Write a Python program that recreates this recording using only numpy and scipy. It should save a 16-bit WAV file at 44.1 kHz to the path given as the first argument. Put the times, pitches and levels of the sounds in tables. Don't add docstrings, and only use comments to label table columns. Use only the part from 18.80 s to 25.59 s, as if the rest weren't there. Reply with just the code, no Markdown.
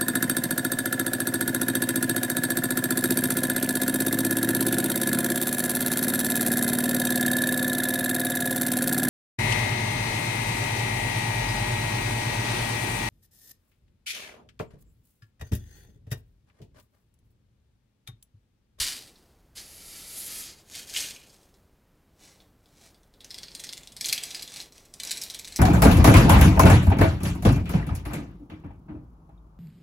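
import sys
import numpy as np
from scipy import signal
from scipy.fft import rfft, irfft, next_fast_len
from scipy.io import wavfile
from scipy.ndimage import map_coordinates

SR = 44100
rng = np.random.default_rng(int(sys.argv[2]) if len(sys.argv) > 2 else 0)


def unload_audio(sound):
    columns = np.transpose(np.atleast_2d(sound))
    steps = np.round(np.clip(columns, -1, 1) * 32767)
    wavfile.write(sys.argv[1], SR, steps.astype(np.int16))


N = 299439

# full level at t/s, hold/s, level/dB, rise/(s per 20 dB), fade/(s per 20 dB)
PULLS = [(0.0, 0.0042, -24, .02, 0.1746), (1.955, 0.0454, -40.5, 0.0824, 0.0774),
         (2.102, 0.0087, -43, 0.0647, 0.0954), (2.171, 0.0312, -29.5, 0.0574, 0.1512),
         (2.526, 0.0177, -62, 0.69, 0.19), (3.439, 0.047, -56, 0.0709, .14),
         (4.039, 0.035, -58, 0.1777, 0.0659), (4.515, 0.537, -59.5, .1, 0.09),
         (5.243, 0.334, -46.5, 0.0536, 0.1827), (5.764, 0.0542, -43.5, 0.1123, 0.0589),
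         (5.96, 0.0212, -58.5, 0.04, 0.21), (6.257, 0.0186, -43, 0.0756, 0.2661),
         (6.421, .02, -49.5, 0.2, 0.45), (6.78, .02, -49.5, 0.2635, -0.93)]
# f/Hz, level/dB
FIRST_COLOUR = [(410, -57.5), (700, -25.5), (863, -20.5), (1120, -15.5), (1680, -10.5), (2000, -6),
                (2160, -7.5), (4490, -0.5), (5690, -3), (6150, -5), (10500, -7), (14600, -17.5),
                (16000, -25)]
SECOND_COLOUR = [(400, -44.5), (700, -18), (1000, -27.5), (1550, -11.5), (2400, -11), (3300, -6.5),
                 (4200, -5), (6800, -5.5), (9100, -9.5), (11000, -10), (14000, -16), (16000, -30)]
SLOW_COLOUR = [(410, -40.5), (700, -7.5), (1280, -14.5), (1480, -10), (1710, -8.5), (2220, -4),
               (2770, -7.5), (3600, -4.5), (6070, -3), (10400, -11), (16000, -25)]
# f/Hz, width/Hz, relative level/dB
SKID_MODES = [(2480, 140, -1), (3050, 75, -13), (4350, 79, -6.5), (5240, 39, -9.5), (6370, 36, -1.5),
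              (6690, 52, 3), (7150, 30, -6), (8450, 38, 8)]
# f/Hz, width/Hz, relative level/dB
LONG_BLADE = [(4330, 32, 0.5), (4830, 230, -1), (4930, 24, 0.5), (6290, 47, -3), (8500, 50, 3),
              (10100, 68, -4.5), (11620, 88, -10), (12300, 78, -10), (12700, 35, -10)]
MIDDLE_BLADE = [(1903, 200, -7), (3410, 300, 4), (4010, 220, -3.5), (4530, 260, -7), (5200, 450, 4.5),
                (8480, 600, -3), (8830, 250, -5.5), (10420, 500, -15)]
SHORT_BLADE = [(2433, 343, -15), (3267, 36, -14), (3540, 38, 3.5), (4090, 107, 11.5), (4935, 130, 0.5),
               (5840, 347, -5.5), (6994, 87, -9.5), (7888, 140, 7), (9020, 35, -6), (10420, 190, -4),
               (11376, 240, -15.5), (12102, 49, -9.5)]
# t/s, level/dB, treble against middle/dB, rebound against landing/dB
CLACKS = [(0.271, -52, -4, 1), (0.357, -58, -18, -5), (1.952, -37.0, 0, -14.5), (2.097, -44.5, 2, 2.5),
          (2.205, -28.5, 4, -14), (2.308, -38.0, -8, -15), (2.497, -57.5, -5.5, 3.5), (2.538, -59.5, 2, 4),
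          (2.632, -62, -3, -8.5), (2.741, -61.5, -4, -5), (3.603, -54.5, -18, -14), (3.858, -60, -5, -13.5),
          (4.145, -58, -8.5, -7), (4.232, -61.5, -9.5, -16), (4.339, -58.5, -9.5, -14),
          (4.406, -48, -7.5, -16), (4.445, -40, -1.5, -10.5), (4.506, -39.5, -6, 1.5),
          (4.544, -36.0, -7, -15), (4.581, -40, -6.5, 3), (4.632, -36.5, -9, -2.5),
          (4.683, -43.5, -16.5, -16), (4.717, -47.5, -8.5, -15.5), (4.75, -33.5, -1, -14),
          (4.796, -38.5, -1.5, 1), (4.838, -35.5, -7, 0.5), (4.847, -44.0, -1.5, -6.5),
          (4.868, -41.5, -7.5, -13), (4.891, -34.5, -8.5, -9), (4.927, -37, -2, 3.5), (4.972, -42, -7.5, 4),
          (5.033, -45.5, -10, -14), (5.073, -41.0, -2.5, -13.5), (5.121, -46.0, -3, -6),
          (5.166, -38.0, -1.5, -14.5), (5.21, -26.5, -2, -15), (5.244, -30.5, -5.5, 2.5),
          (5.258, -24, 3, -14.5), (5.267, -32, 3, -3.5), (5.285, -28.0, 0, 0.5), (5.296, -26.5, -5, -16.5),
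          (5.327, -18, 0.5, -4), (5.378, -27.5, -8, -11), (5.436, -28.0, 3, -10.5),
          (5.454, -39.5, -0.5, -13.5), (5.506, -36.5, -6, -1), (5.547, -31, -3.5, -8),
          (5.594, -40, -9, -17.5), (5.623, -35, -1, 0), (5.677, -39.5, -6.5, -13),
          (5.761, -37.0, -3, -13.5), (5.802, -35, -7.5, -16), (5.923, -50.5, 0.5, -15.5),
          (6.053, -54.5, 4.5, -5), (6.139, -39, -3, -13.5), (6.2, -31, -2.5, -13),
          (6.234, -31.5, -0.5, -11.5), (6.25, -34, 3, -14.5), (6.273, -32.5, 0.5, -14),
          (6.295, -35, -4, -14), (6.309, -27.5, -1, 2), (6.316, -27.0, 2.5, -15.5), (6.372, -33.5, 0, -3.5),
          (6.415, -31.5, -0.5, -0.5), (6.436, -31, 11, -14.5), (6.5, -33.5, -1, -3.5),
          (6.545, -34, -2.5, -2), (6.59, -37.5, 1, 3.5), (6.646, -37.5, -5, -2.5), (6.675, -39, -0.5, -1),
          (6.723, -40, -4, -9.5), (6.761, -26.5, 4.5, -11)]
# f/Hz, level/dB
CLACK_COLOUR = [(400, -38), (720, -18.5), (1000, -23), (1350, -20), (1650, -10), (2300, -6), (2960, -7),
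                (4050, -2), (5760, -3.5), (7690, -4.5), (12000, -10), (16000, -23.5)]
# t/s, level/dB
SLAPS = [(1.943, -40.5), (2.146, -34.5), (2.162, -25.5), (2.198, -36), (2.238, -36.5), (2.362, -46),
         (2.415, -56), (2.435, -54)]
# f/Hz, level/dB
SLAP_COLOUR = [(1200, -28.5), (1900, -13.5), (2350, -1.5), (3050, 1), (3700, -8), (5000, -9.5),
               (9000, -16.5), (15000, -37)]
# t/s, rub level/dB, hiss level/dB
GLIDE = [(0.755, -53, -56), (0.767, -45, -47), (0.779, -42, -47), (0.841, -51, -53), (0.923, -53, -52),
         (1.159, -46, -46), (1.249, -48, -48), (1.391, -43.5, -38.5), (1.609, -43, -39), (1.709, -46, -54),
         (1.753, -60.5, -66), (1.801, -56.5, -64.5), (1.84, -74.5, -80)]
# f/Hz, level/dB
RUB_COLOUR = [(410, -41), (700, -21), (1040, -19), (1340, -9), (1480, -14), (1890, -5.5), (3300, -4.5),
              (4790, 1), (5450, -2.5), (7040, -2.5), (9000, -9), (11700, -34), (19800, -120)]
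HISS_COLOUR = [(4000, -32.5), (7000, -8), (9500, -4.5), (10600, 0.5), (12400, -3), (13700, -17),
               (15800, -19.5)]
# f/Hz, level/dB
SPOOL_COLOUR = [(50, -18), (130, 0.5), (260, 0), (600, -4), (1100, -11.5), (2500, -22.5)]
# t/s, level/dB, swell and fade/(s per 20 dB)
JOLTS = [(0.0, -36, 0.09), (.88, -60, 1), (1.58, -60.5, 0.98), (2.19, -53, .18), (4.45, -64, .5),
         (5.25, -64, 1.3), (6.76, -57, 1.41)]
# f/Hz, level/dB
HAND_COLOUR = [(10, -19.0), (25, -2), (50, -3), (90, -6), (200, -31.5), (800, -80.5)]
# f/Hz, level/dB
ROOM_TONE = [(12, -24.5), (25, -2), (70, -3.5), (130, -5), (300, -11.5), (600, -22.5), (1500, -24.5),
             (5500, -35.5), (13500, -42.5), (16000, -50.5)]
# f/Hz, t60/s
GARAGE_T60 = [(300, 0.31), (2000, 0.4), (6000, 0.16), (14000, 0.22)]
FLAT_COLOUR = [(1000, 0)]  # f/Hz, level/dB

BEND = 1.175
COAST_DB, COAST_FADE_S = -24, 0.3666
FIRST_UNTIL_S, SECOND_UNTIL_S = 1.0, 3.1
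SHORTER_AT_S = 5.19
RATTLE_PER_S, RATTLE_T60_S = 60, .007
RATTLE_DB, RATTLE_SPREAD_DB = 7, 2.5
RATTLE_TOP_DB = -47
REBOUND_S, REBOUND_SCATTER = .0047, .08
LEAD_S, LEAD_DB = .0035, -19
SPOOL_DB, SPOOL_AT_DB, SPOOL_DB_PER_DB = -56.5, -39.5, 0.3016
HAND_DB = -68
WHINE_HZ, TOP_HZ = 13850, 15850


def amp(db):
    return 10 ** (np.asarray(db) / 20)


def unit(x):
    return x / np.sqrt(np.mean(np.abs(x) ** 2) + 1e-20)


def along(points, hz):
    f, v = np.transpose(points)
    return np.interp(np.log(hz + 1), np.log(f + 1), v)


def levels(rows):
    s, *columns = np.transpose(rows)
    s = np.r_[s[0] - .012, s, s[-1] + .05]
    t = np.arange(N) / SR
    return [amp(np.interp(t, s, np.r_[-100, c, -100])) for c in columns]


def wobble(rate):
    knots = rng.standard_normal(int(N * rate / SR) + 4)
    return map_coordinates(knots, [np.arange(N) * rate / SR])


def filtered(x, response):
    m = 2 * next_fast_len(len(x) // 2 + 4096)
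    gain = np.maximum(response(np.fft.rfftfreq(m, 1 / SR)), 1e-6)
    cepstrum = irfft(np.log(gain))
    cepstrum[1:m // 2] *= 2
    cepstrum[m // 2 + 1:] = 0
    return irfft(rfft(x, m) * np.exp(rfft(cepstrum)), m)[:len(x)]


def coloured(x, colour, modes=(), ring_db=0):
    def response(f):
        peaks = sum(amp(db / 2) / (1 + (2 * (f - hz) / width) ** 2) for hz, width, db in modes)
        return amp(along(colour, f)) * (1 + amp(ring_db) * peaks)

    return unit(filtered(x, response))


def grit(rate, spread_db, smooth):
    struck = rng.random(N) < rate / SR
    size = amp(spread_db * np.clip(rng.standard_normal(N), -2, 2))
    grains = struck * rng.standard_normal(N) * size
    return unit(unit(grains) + smooth * rng.standard_normal(N))


def sliding():
    t, power = np.arange(N) / SR, np.zeros(N)
    for s, hold, db, rise, fade in PULLS:
        before = np.maximum(s - t, 0)
        after = np.maximum(t - s - hold, 0)
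        coast_db = COAST_DB - 20 * after / COAST_FADE_S
        release_db = np.maximum(-20 * (after / fade) ** BEND, coast_db)
        level_db = db - 20 * (before / rise) ** BEND + release_db
        power += amp(np.maximum(level_db, -140)) ** 2
    return np.sqrt(power)


def scrape(slide):
    t = np.arange(N) / SR
    first = coloured(grit(1800, 1.8, 0.98), FIRST_COLOUR, LONG_BLADE, ring_db=-7.5)
    second = amp(-1.5) * coloured(grit(1300, 1.6, 1.0), SECOND_COLOUR, SKID_MODES, ring_db=-0.5)
    slow = amp(-0.5) * coloured(grit(2500, 2.5, .9), SLOW_COLOUR, SHORT_BLADE, ring_db=-4.5)
    steel = np.select([t < FIRST_UNTIL_S, t < SECOND_UNTIL_S], [first, second], slow)
    return slide * steel * amp(1.4 * wobble(70))


def rattle(slide):
    size = amp(RATTLE_SPREAD_DB * np.clip(rng.standard_normal(N), -2, 2))
    ticks = (rng.random(N) < RATTLE_PER_S / SR) * size
    envelope = signal.lfilter([1], [1, -amp(-60 / (RATTLE_T60_S * SR))], ticks)
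    strength = amp(RATTLE_DB) * np.minimum(slide, amp(RATTLE_TOP_DB))
    return strength * envelope * coloured(rng.standard_normal(N), CLACK_COLOUR)


def blow(rise_s, crack_t60_s, buzz_t60_s, buzz_db):
    t = np.arange(SR // 8) / SR
    crash = (1 - np.exp(-t / rise_s)) * amp(-60 * t / crack_t60_s)
    buzz = amp(buzz_db - 60 * t / buzz_t60_s) * rng.exponential(size=len(t))
    x = (crash + buzz) * rng.standard_normal(len(t))
    return x / np.std(x[:round(.003 * SR)])


def contacts():
    rows = []
    for s, db, treble_db, rebound_db in CLACKS:
        flight_s = REBOUND_S * np.exp(REBOUND_SCATTER * rng.standard_normal())
        rows.append((s - LEAD_S, db + LEAD_DB, treble_db))
        rows.append((s, db, treble_db))
        rows.append((s + flight_s, db + rebound_db, treble_db))
    return rows


def clack(treble_db, tilt=0.71, neutral_db=-4.0, ping_db=3.5, ping_hz=5000, ping_width_hz=800):
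    length, spot = rng.standard_normal(2)
    x = blow(rise_s=0.00042, crack_t60_s=.0065 * np.exp(0.55 * length), buzz_t60_s=0.073, buzz_db=-24)
    mode_hz = ping_hz * np.exp(.3 * spot)

    def response(f):
        ping = 1 + amp(ping_db) / (1 + (2 * (f - mode_hz) / ping_width_hz) ** 2)
        octaves = np.log2(np.clip(f, 4200, 11000) / 6000)
        bright = amp(tilt * (treble_db - neutral_db) * octaves)
        return ping * bright * amp(along(CLACK_COLOUR, f))

    return np.std(x) * unit(filtered(x, response))


def clacks():
    hits = np.zeros(N + SR)
    for s, db, treble_db in contacts():
        x = clack(treble_db)
        hits[round(s * SR):][:len(x)] += amp(db) * x
    early = hits[:N] * (np.arange(N) < SHORTER_AT_S * SR)
    late = hits[:N] - early
    middle = np.std(early) * coloured(early, FLAT_COLOUR, MIDDLE_BLADE, ring_db=-4)
    short = np.std(late) * coloured(late, FLAT_COLOUR, SHORT_BLADE, ring_db=-2)
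    return middle + short


def slaps():
    hits = np.zeros(N + SR)
    for s, db in SLAPS:
        x = blow(rise_s=.0008, crack_t60_s=0.038, buzz_t60_s=0.11, buzz_db=-25)
        hits[round(s * SR):][:len(x)] += amp(db) * x
    return np.std(hits[:N]) * coloured(hits[:N], SLAP_COLOUR)


def glide():
    rub, hiss = levels(GLIDE)
    body = rub * coloured(grit(3500, 3, 1.2), RUB_COLOUR, LONG_BLADE, ring_db=-13) * amp(-1.28)
    fizz = hiss * coloured(rng.standard_normal(N), HISS_COLOUR) * amp(-1.12)
    return body * amp(0.85 * wobble(55)) + fizz * amp(1.1 * wobble(45))


def garage(x, wet_db, near, build_s=0.0022, count=18):
    heard, place = np.zeros(N + SR), np.linspace(0, count - 1, N)
    for k in range(count):
        hz, t, z = signal.stft(rng.standard_normal(SR // 2), SR, nperseg=256)
        decay = amp(-60 * t / along(GARAGE_T60, hz)[:, None])
        tail = signal.istft(z * decay, SR, nperseg=256)[1]
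        tail *= 1 - np.exp(-np.arange(len(tail)) / SR / build_s)
        answer = amp(wet_db) * tail / np.linalg.norm(tail)
        answer[0] = 1
        delays_s = rng.uniform(.0008, .008, size=6)
        answer[(SR * delays_s).astype(int)] += near * rng.choice([-1, 1], size=6)
        share = np.maximum(1 - np.abs(place - k), 0)
        active = np.flatnonzero(share)
        echo = signal.fftconvolve((x * share)[active], answer)
        heard[active[0]:][:len(echo)] += echo
    return heard[:N]


def activity(steel, lag_s=0.021):
    keep = np.exp(-1 / (lag_s * SR))
    power = signal.lfilter([1 - keep], [1, -keep], steel ** 2)
    return 10 * np.log10(power + 1e-9) - SPOOL_AT_DB


def spool(effort_db):
    gain = amp(SPOOL_DB + SPOOL_DB_PER_DB * effort_db)
    return gain * coloured(grit(900, 2, 1.57), SPOOL_COLOUR)


def handling():
    t = np.arange(N) / SR
    jolts = sum(amp(db - 20 * np.abs(t - s) / fade) ** 2 for s, db, fade in JOLTS)
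    hand = np.sqrt(amp(HAND_DB) ** 2 + jolts)
    return amp(-1.5) * hand * coloured(rng.standard_normal(N), HAND_COLOUR)


def whine():
    hz = WHINE_HZ + 10 * wobble(120)
    return amp(-85) * np.sin(2 * np.pi * np.cumsum(hz) / SR)


def room_tone():
    return amp(-65) * coloured(rng.standard_normal(N), ROOM_TONE)


def scene():
    slide = sliding()
    rubbing = scrape(slide) + rattle(slide) + glide()
    rubbed = amp(-.5) * garage(rubbing, wet_db=-8.0, near=0.23)
    struck = garage(clacks() + slaps(), wet_db=-3.0, near=0.214)
    steel = rubbed + struck
    mono = steel + spool(activity(steel)) + handling() + room_tone() + whine()
    return np.array([mono, mono])


def record(dry):
    m = next_fast_len(N + SR // 2)
    passed = np.fft.rfftfreq(m, 1 / SR) < TOP_HZ
    return irfft(rfft(dry, m) * passed, m)[:, :N]


dry = scene()
out = record(dry)
unload_audio(out)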